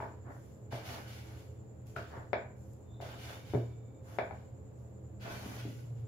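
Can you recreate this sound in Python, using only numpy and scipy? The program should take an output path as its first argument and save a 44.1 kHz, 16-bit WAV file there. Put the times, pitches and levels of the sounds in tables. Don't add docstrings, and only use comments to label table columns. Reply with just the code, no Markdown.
import sys
import numpy as np
from scipy import signal
from scipy.fft import rfft, irfft
from scipy.io import wavfile

SR = 44100
rng = np.random.default_rng(int(sys.argv[2]) if len(sys.argv) > 2 else 0)


def file_out(sig):
    cols = np.atleast_2d(sig).T
    lim = np.clip(cols, -1, 1)
    pcm = np.round(lim * 32767).astype(np.int16)
    wavfile.write(sys.argv[1], SR, pcm)


N = 267687
TIME = np.arange(N) / SR
FREQS = np.fft.rfftfreq(N, 1 / SR)

# t/s, rise/s, hold/s, rub level/dB, flour level/dB
HAND_PUSHES = [(0.0, 0.0027, 0.011, -70.5, -79), (0.26, 0.086, 0.16, -83.5, -78.5),
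               (0.699, 0.034, 0.03, -57, -68), (0.818, 0.06, 0.066, -55, -62.5),
               (1.043, 0.053, 0.081, -60.5, -68.5), (1.224, 0.035, 0.15, -70, -74),
               (1.846, 0.031, 0.024, -75.5, -74.5), (1.955, 0.0091, 0.016, -59.5, -88),
               (2.05, .05, 0.067, -74, -82), (2.544, 0.05, .12, -100, -80.5),
               (3.006, 0.0092, 0.097, -60.5, -71), (3.122, .13, 0.066, -58, -65.5),
               (3.424, 0.073, 0.055, -63.5, -72.5), (4.002, 0.12, 0.034, -71, -72),
               (4.294, 0.03, 0.088, -78, -88), (4.75, .05, .01, -95, -83), (5.187, 0.05, 0.096, -57.5, -72),
               (5.25, 0.084, 0.23, -60, -64), (5.568, 0.024, 0.012, -58.5, -71),
               (5.65, 0.033, 0.11, -71.5, -72.5), (5.942, 0.038, .03, -80, -85)]
# f/Hz, level/dB
RUB_SPECTRUM = [(200, -38), (600, 5.5), (1200, -0.5), (2400, 2.5), (3500, -2), (5000, -4), (6600, -9.5),
                (8000, -17), (16000, -14.5)]
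FLOUR_SPECTRUM = [(1500, -10), (4000, -4.5), (6500, 6.5), (8000, -6.5), (10000, 2.5), (12500, 2.5),
                  (15000, 0), (17000, -31)]


def hand(rub_gain_db=5.0, flour_gain_db=5.0):
    rub_env = gestures([(*timing, db) for *timing, db, _ in HAND_PUSHES], fade_db_per_s=94)
    flour_env = gestures([(*timing, db) for *timing, _, db in HAND_PUSHES], fade_db_per_s=91)
    hollows = hand_hollows()
    rub = friction(RUB_SPECTRUM, slips_per_s=9000, spread_db=0.78, uneven_db=0.053) + hollows
    flour = friction(FLOUR_SPECTRUM, slips_per_s=23000, spread_db=1.3, uneven_db=0.31)
    return reflected(from_db(rub_gain_db) * rub_env * rub + from_db(flour_gain_db) * flour_env * flour)


def friction(spectrum, slips_per_s, spread_db, uneven_db):
    slips = (rng.random((2, N)) < slips_per_s / SR) * rng.standard_normal((2, N))
    slips *= from_db(spread_db * rng.standard_normal((2, N)))
    return colour(slips, from_db(at_hz(spectrum, FREQS))) * from_db(uneven_db * drift(12))


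# f/Hz, width/Hz, level/dB
HAND_HOLLOWS = [(1500, 200, -10), (2330, 300, -12), (2950, 350, -13), (3400, 450, -14), (4450, 600, -18)]


def hand_hollows(waver_db=3):
    return sum(from_db(db) * unit_rms(band(hz, width_hz) * from_db(waver_db * drift(9)))
               for hz, width_hz, db in HAND_HOLLOWS)


# delay/s, level/dB
NEAR_PATHS = [(.0014, -10), (.0037, -4.5)]


def reflected(direct, path_spread=0.051, move_hz=1.6):
    total = direct
    for delay_s, db in NEAR_PATHS:
        late = [np.interp(TIME - delay_s * (1 + path_spread * drift(move_hz)), TIME, x) for x in direct]
        total = total + from_db(db) * np.array(late)
    return total * direct.std() / total.std()


# t/s, rise/s, hold/s, level/dB
WALL_DRAGS = [(0.02, 0.005, 0.0061, -48), (0.235, 0.065, 0.012, -51), (0.708, 0.018, 0.013, -48.5),
              (0.77, 0.024, 0.033, -54.5), (0.85, 0.076, 0.052, -49), (1.15, 0.16, 0.056, -61.5),
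              (1.955, 0.0085, 0.022, -51), (2.08, 0.088, 0.013, -48), (3.0, 0.062, 0.093, -55),
              (3.24, 0.074, .015, -50.5), (4.02, 0.086, .05, -58.5), (5.22, 0.057, 0.073, -47.5),
              (5.38, .06, 0.14, -53.5)]
# f/Hz, level/dB
DRAG_SPECTRUM = [(120, 0.5), (300, 2), (650, 3), (900, 2), (1200, -1.5), (1480, -1.5), (1900, -5),
                 (2600, -24), (5000, -40)]
# f/Hz, level/dB, t60/s
BOWL_MODES = [(252, -7, .45), (330, -9, .32), (401, -7, .38), (502, -4, .25), (579, -4, .3), (632, -1, .37),
              (680, 0, .3), (784, -12, .2), (902, -11, .2), (943, -11, .28), (1152, -14, .2),
              (1338, -13, .2), (1460, -11, .22), (1590, -11, .24), (1742, -6, .22), (2015, -13, .2),
              (2200, -16, .24), (2310, -12, .22), (2430, -12, .18), (3450, -18, .14)]


def drags(wall_db=-8):
    slips = friction(DRAG_SPECTRUM, slips_per_s=4000, spread_db=0.62, uneven_db=0.69)
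    wall = from_db(wall_db) * unit_rms(ring(slips, BOWL_MODES))
    return gestures(WALL_DRAGS, fade_db_per_s=133) * (slips + wall)


# t/s, level/dB, rebound re blow/dB, contact cutoff/Hz (low for flesh and dough),
# struck spot f/Hz, spot flex/dB, weight on board/dB, pan/dB (added left, taken off right)
BOWL_BLOWS = [(0.002, -40, 0.5, 1770, 886, 10, -6, 3), (0.725, -36.5, -3, 880, 796, 3, 1, 5.5),
              (1.963, -38.5, -8, 1900, 1430, 11, -1, 5), (2.331, -29.5, -13, 2960, 588, 4.5, -28, 7),
              (3.002, -45.5, 5, 1060, 650, 5, -5, 4.5), (3.536, -33, -26, 780, 316, 6, 3.5, 3),
              (3.548, -27.5, -8, 455, 395, -10.5, 6.5, 13), (4.186, -30, -11.5, 2880, 620, 6, -30, 5.5),
              (4.309, -46, -16, 1480, 750, 4.5, -8, 11.5), (5.459, -42, -8, 294, 256, 7.5, 6, 0.5),
              (5.652, -38, -5, 312, 288, 7.5, -14, 1)]


def blows(rebound_s=0.022, cutoff_ratio=0.69):
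    firsts = [(s, db, hz, *rest) for s, db, _, hz, *rest in BOWL_BLOWS]
    rebounds = [(s + rebound_s, db + rebound_db, hz * cutoff_ratio, *rest)
                for s, db, rebound_db, hz, *rest in BOWL_BLOWS]
    return firsts + rebounds


# f/Hz, level/dB, t60/s
CLACK_MODES = [(453, -1, 0.012), (870, 1, 0.0037), (1414, -14.5, 0.036), (1690, 2, 0.0038),
               (2295, -4, 0.014), (3560, -6.5, 0.0076), (5050, 2, 0.0024)]
# f/Hz, level/dB, t60/s
BOARD_MODES = [(118.7, -5, 0.54), (165, -10, 0.032), (251, -22, 0.19)]


def knocks(ring_db=-9, clack_db=3, board_db=3, spot_t60_cycles=14, ring_echo_db=-11):
    on_bowl, on_board, clacks = np.zeros(N), np.zeros(N), np.zeros((2, N))
    for s, db, contact_hz, spot_hz, spot_db, weight_db, pan_db in blows():
        start = round(s * SR)
        span = slice(start, start + SR // 5)
        force = contact(from_db(db) * signal.unit_impulse(len(TIME[span])), contact_hz)
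        flex = ring(force, [(spot_hz, spot_db, spot_t60_cycles / spot_hz)])
        clack = flex + from_db(clack_db) * ring(force, CLACK_MODES)
        clacks[:, span] += clack * from_db([[pan_db], [-pan_db]])
        on_bowl[span] += force
        on_board[span] += force * from_db(weight_db + board_db)
    bowl = from_db(ring_db) * ring(on_bowl, BOWL_MODES)
    echo = kitchen(clacks.mean(axis=0) + from_db(ring_echo_db) * bowl)
    return clacks + bowl + ring(on_board, BOARD_MODES) + echo


def contact(impulse, contact_hz, edge_hz=2550, leak_db=-10):
    force = butter(impulse + 1e-18, 2, contact_hz, "low")
    return butter(force, 8, edge_hz, "low") + from_db(leak_db) * butter(force, 8, edge_hz, "high")


# t/s, level/dB
CRUMB_SNAPS = [(1.818, -71), (1.869, -58), (1.964, -54), (2.331, -64), (2.734, -61), (3.013, -56)]


def crumbs(decay_s=0.0016, highpass_hz=4500, echo_db=-4):
    envelope = sum(from_db(db) * (TIME >= s) * np.exp(-np.minimum(abs(TIME - s) / decay_s, 20))
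                   for s, db in CRUMB_SNAPS)
    snaps = butter(envelope * rng.standard_normal(N), 2, highpass_hz, "high")
    return snaps + from_db(echo_db) * kitchen(snaps)


# f/Hz, level/dB
ECHO_SPECTRUM = [(100, 4), (300, 9), (600, 5), (1200, 8.5), (2200, 5.5), (4000, 15.5), (12000, -8.5)]
# f/Hz, t60/s
ECHO_DECAY = [(100, 0.31), (500, 0.34), (2000, 0.45), (4000, 0.28), (14000, 0.42)]


def kitchen(source, build_s=0.00043):
    t, response = TIME[:SR // 2], 0
    edges_hz = np.geomspace(70, 16000, 14)
    for low, high in zip(edges_hz, edges_hz[1:]):
        hz = np.sqrt(low * high)
        noise = butter(rng.standard_normal((2, len(t))), 2, [low, high], "band")
        fall_db = -60 * t / at_hz(ECHO_DECAY, hz)
        response += stereo(*noise, hz) * from_db(at_hz(ECHO_SPECTRUM, hz) + fall_db)
    response = unit_rms(response * (1 - np.exp(-t / build_s))) / np.sqrt(len(t))
    return signal.fftconvolve(response, source[None], axes=1)[:, :N]


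# t/s, level/dB
HUM_CURVE = [(0, -51.5), (4.9, -52), (5.8, -44)]


def motor(drone_db=-56, waver_db=2.4):
    hum = tone(118.3, wander_hz=1.895, rate_hz=7.9) * from_db(waver_db * drift(17))
    hum = hum + from_db(-5) * band(123.6, width_hz=37)
    drone = tone(82, wander_hz=3.32, rate_hz=8.3) * from_db(waver_db * drift(13))
    drone = drone + from_db(-7) * band(79.4, width_hz=44)
    hum_db = np.interp(TIME, *np.transpose(HUM_CURVE))
    return from_db(hum_db) * unit_rms(hum) + from_db(drone_db) * unit_rms(drone)


# f/Hz, level/dB
AIR_SPECTRUM = [(25, -8), (45, -42), (65, 4.5), (100, 14.5), (160, 1.5), (330, -2.5), (520, -1.5),
                (800, -10.5), (1500, -21.5), (3000, -32.5), (5000, -37.5), (9000, -41), (13000, -37.5),
                (17000, -40)]
# f/Hz, width/Hz, level/dB
ROOM_BANDS = [(199, 1.8, -63), (240.2, 6.6, -70.5), (275.8, 1.3, -72), (322.6, 19, -66.5),
              (427.4, 12.6, -66.5), (526.7, 1.7, -67.5)]


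def room_noise(air_db=-54):
    air = from_db(air_db) * colour(rng.standard_normal((2, N)), from_db(at_hz(AIR_SPECTRUM, FREQS)))
    return air + sum(from_db(db) * band(hz, width_hz) for hz, width_hz, db in ROOM_BANDS)


def high_hiss(level_db=-74, flutter_hz=9.8, flutter_rms_db=2.2):
    hiss = band(7170, width_hz=440)
    return hiss * from_db(level_db + flutter_rms_db * tone(flutter_hz, wander_hz=0.47, rate_hz=3.0))


# t/s, rise/s, hold/s, level/dB, f/Hz
THIN_WHISTLES = [(2.826, 0.15, 0.4, -73.5, 3600), (2.9, 0.069, .02, -84, 3900), (3.38, .05, .02, -73, 2290)]


def whistles(flicker_db=4):
    tones = sum(swell(*shape, fade_db_per_s=35) * tone(hz, wander_hz=41.9, rate_hz=146)
                for *shape, hz in THIN_WHISTLES)
    return tones * from_db(flicker_db * drift(38))


# f/Hz, correlation before clipping
STEREO_LIKENESS = [(30, -1), (70, 2.1), (130, 0.8), (290, 0.72), (640, 0.34), (1400, -0.18), (3000, 0),
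                   (15000, -0.32)]
# f/Hz, level/dB
STEREO_BALANCE = [(60, -7.5), (200, 2.5), (380, -2.5), (700, -0.1), (1300, 0.6), (4400, -1.1), (8000, -0.1),
                  (11000, 5.5), (15000, 2)]


def stereo(mid, side, hz):
    alike = np.clip(at_hz(STEREO_LIKENESS, hz), -.99, .99)
    sign = np.array([[1], [-1]])
    pair = np.sqrt(1 + alike) * mid + sign * np.sqrt(1 - alike) * side
    return pair * from_db(sign * at_hz(STEREO_BALANCE, hz) / 2)


def colour(pair, gain):
    return unit_rms(irfft(stereo(*(rfft(pair) * gain), FREQS), N))


def band(hz, width_hz):
    return colour(rng.standard_normal((2, N)), 1 / (1 + ((FREQS - hz) / (width_hz / 2)) ** 2))


def ring(force, modes):
    total = 0
    for k, (hz, db, t60_s) in enumerate(modes):
        radius, angle = from_db(-60 / (t60_s * SR)), 2 * np.pi * hz / SR
        mode = signal.lfilter([.5, 0, -.5], [1, -2 * radius * np.cos(angle), radius ** 2], force + 1e-18)
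        total += (-1) ** k * from_db(db) * mode
    return total


def swell(start_s, rise_s, hold_s, db, fade_db_per_s):
    t = TIME - start_s
    attack = np.sin(np.pi / 2 * np.clip(t / rise_s, 0, 1)) ** 2
    return attack * from_db(db - fade_db_per_s * np.maximum(t - rise_s - hold_s, 0))


def gestures(rows, fade_db_per_s):
    return np.sqrt(sum(swell(*row, fade_db_per_s) ** 2 for row in rows))


def tone(hz, wander_hz, rate_hz):
    return np.sqrt(2) * np.sin(2 * np.pi * np.cumsum(hz + wander_hz * drift(rate_hz)) / SR)


def drift(rate_hz):
    return unit_rms(irfft(rfft(rng.standard_normal(N)) / (1 + (FREQS / rate_hz) ** 2), N))


def butter(x, order, hz, kind):
    return signal.sosfilt(signal.butter(order, hz, kind, fs=SR, output="sos"), x)


def at_hz(points, hz):
    f, value = np.transpose(points)
    return np.interp(np.log(np.maximum(hz, 1)), np.log(f), value)


def from_db(db):
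    return 10 ** (np.asarray(db) / 20)


def unit_rms(x):
    return x / np.sqrt(np.mean(x ** 2) + 1e-20)


def scene():
    return knocks() + crumbs() + hand() + drags() + motor() + room_noise() + high_hiss() + whistles()


def record(dry):
    cutoff_hz = 15740
    return signal.sosfilt(signal.ellip(12, .1, 70, cutoff_hz, fs=SR, output="sos"), dry)


dry = scene()
out = record(dry)
file_out(out)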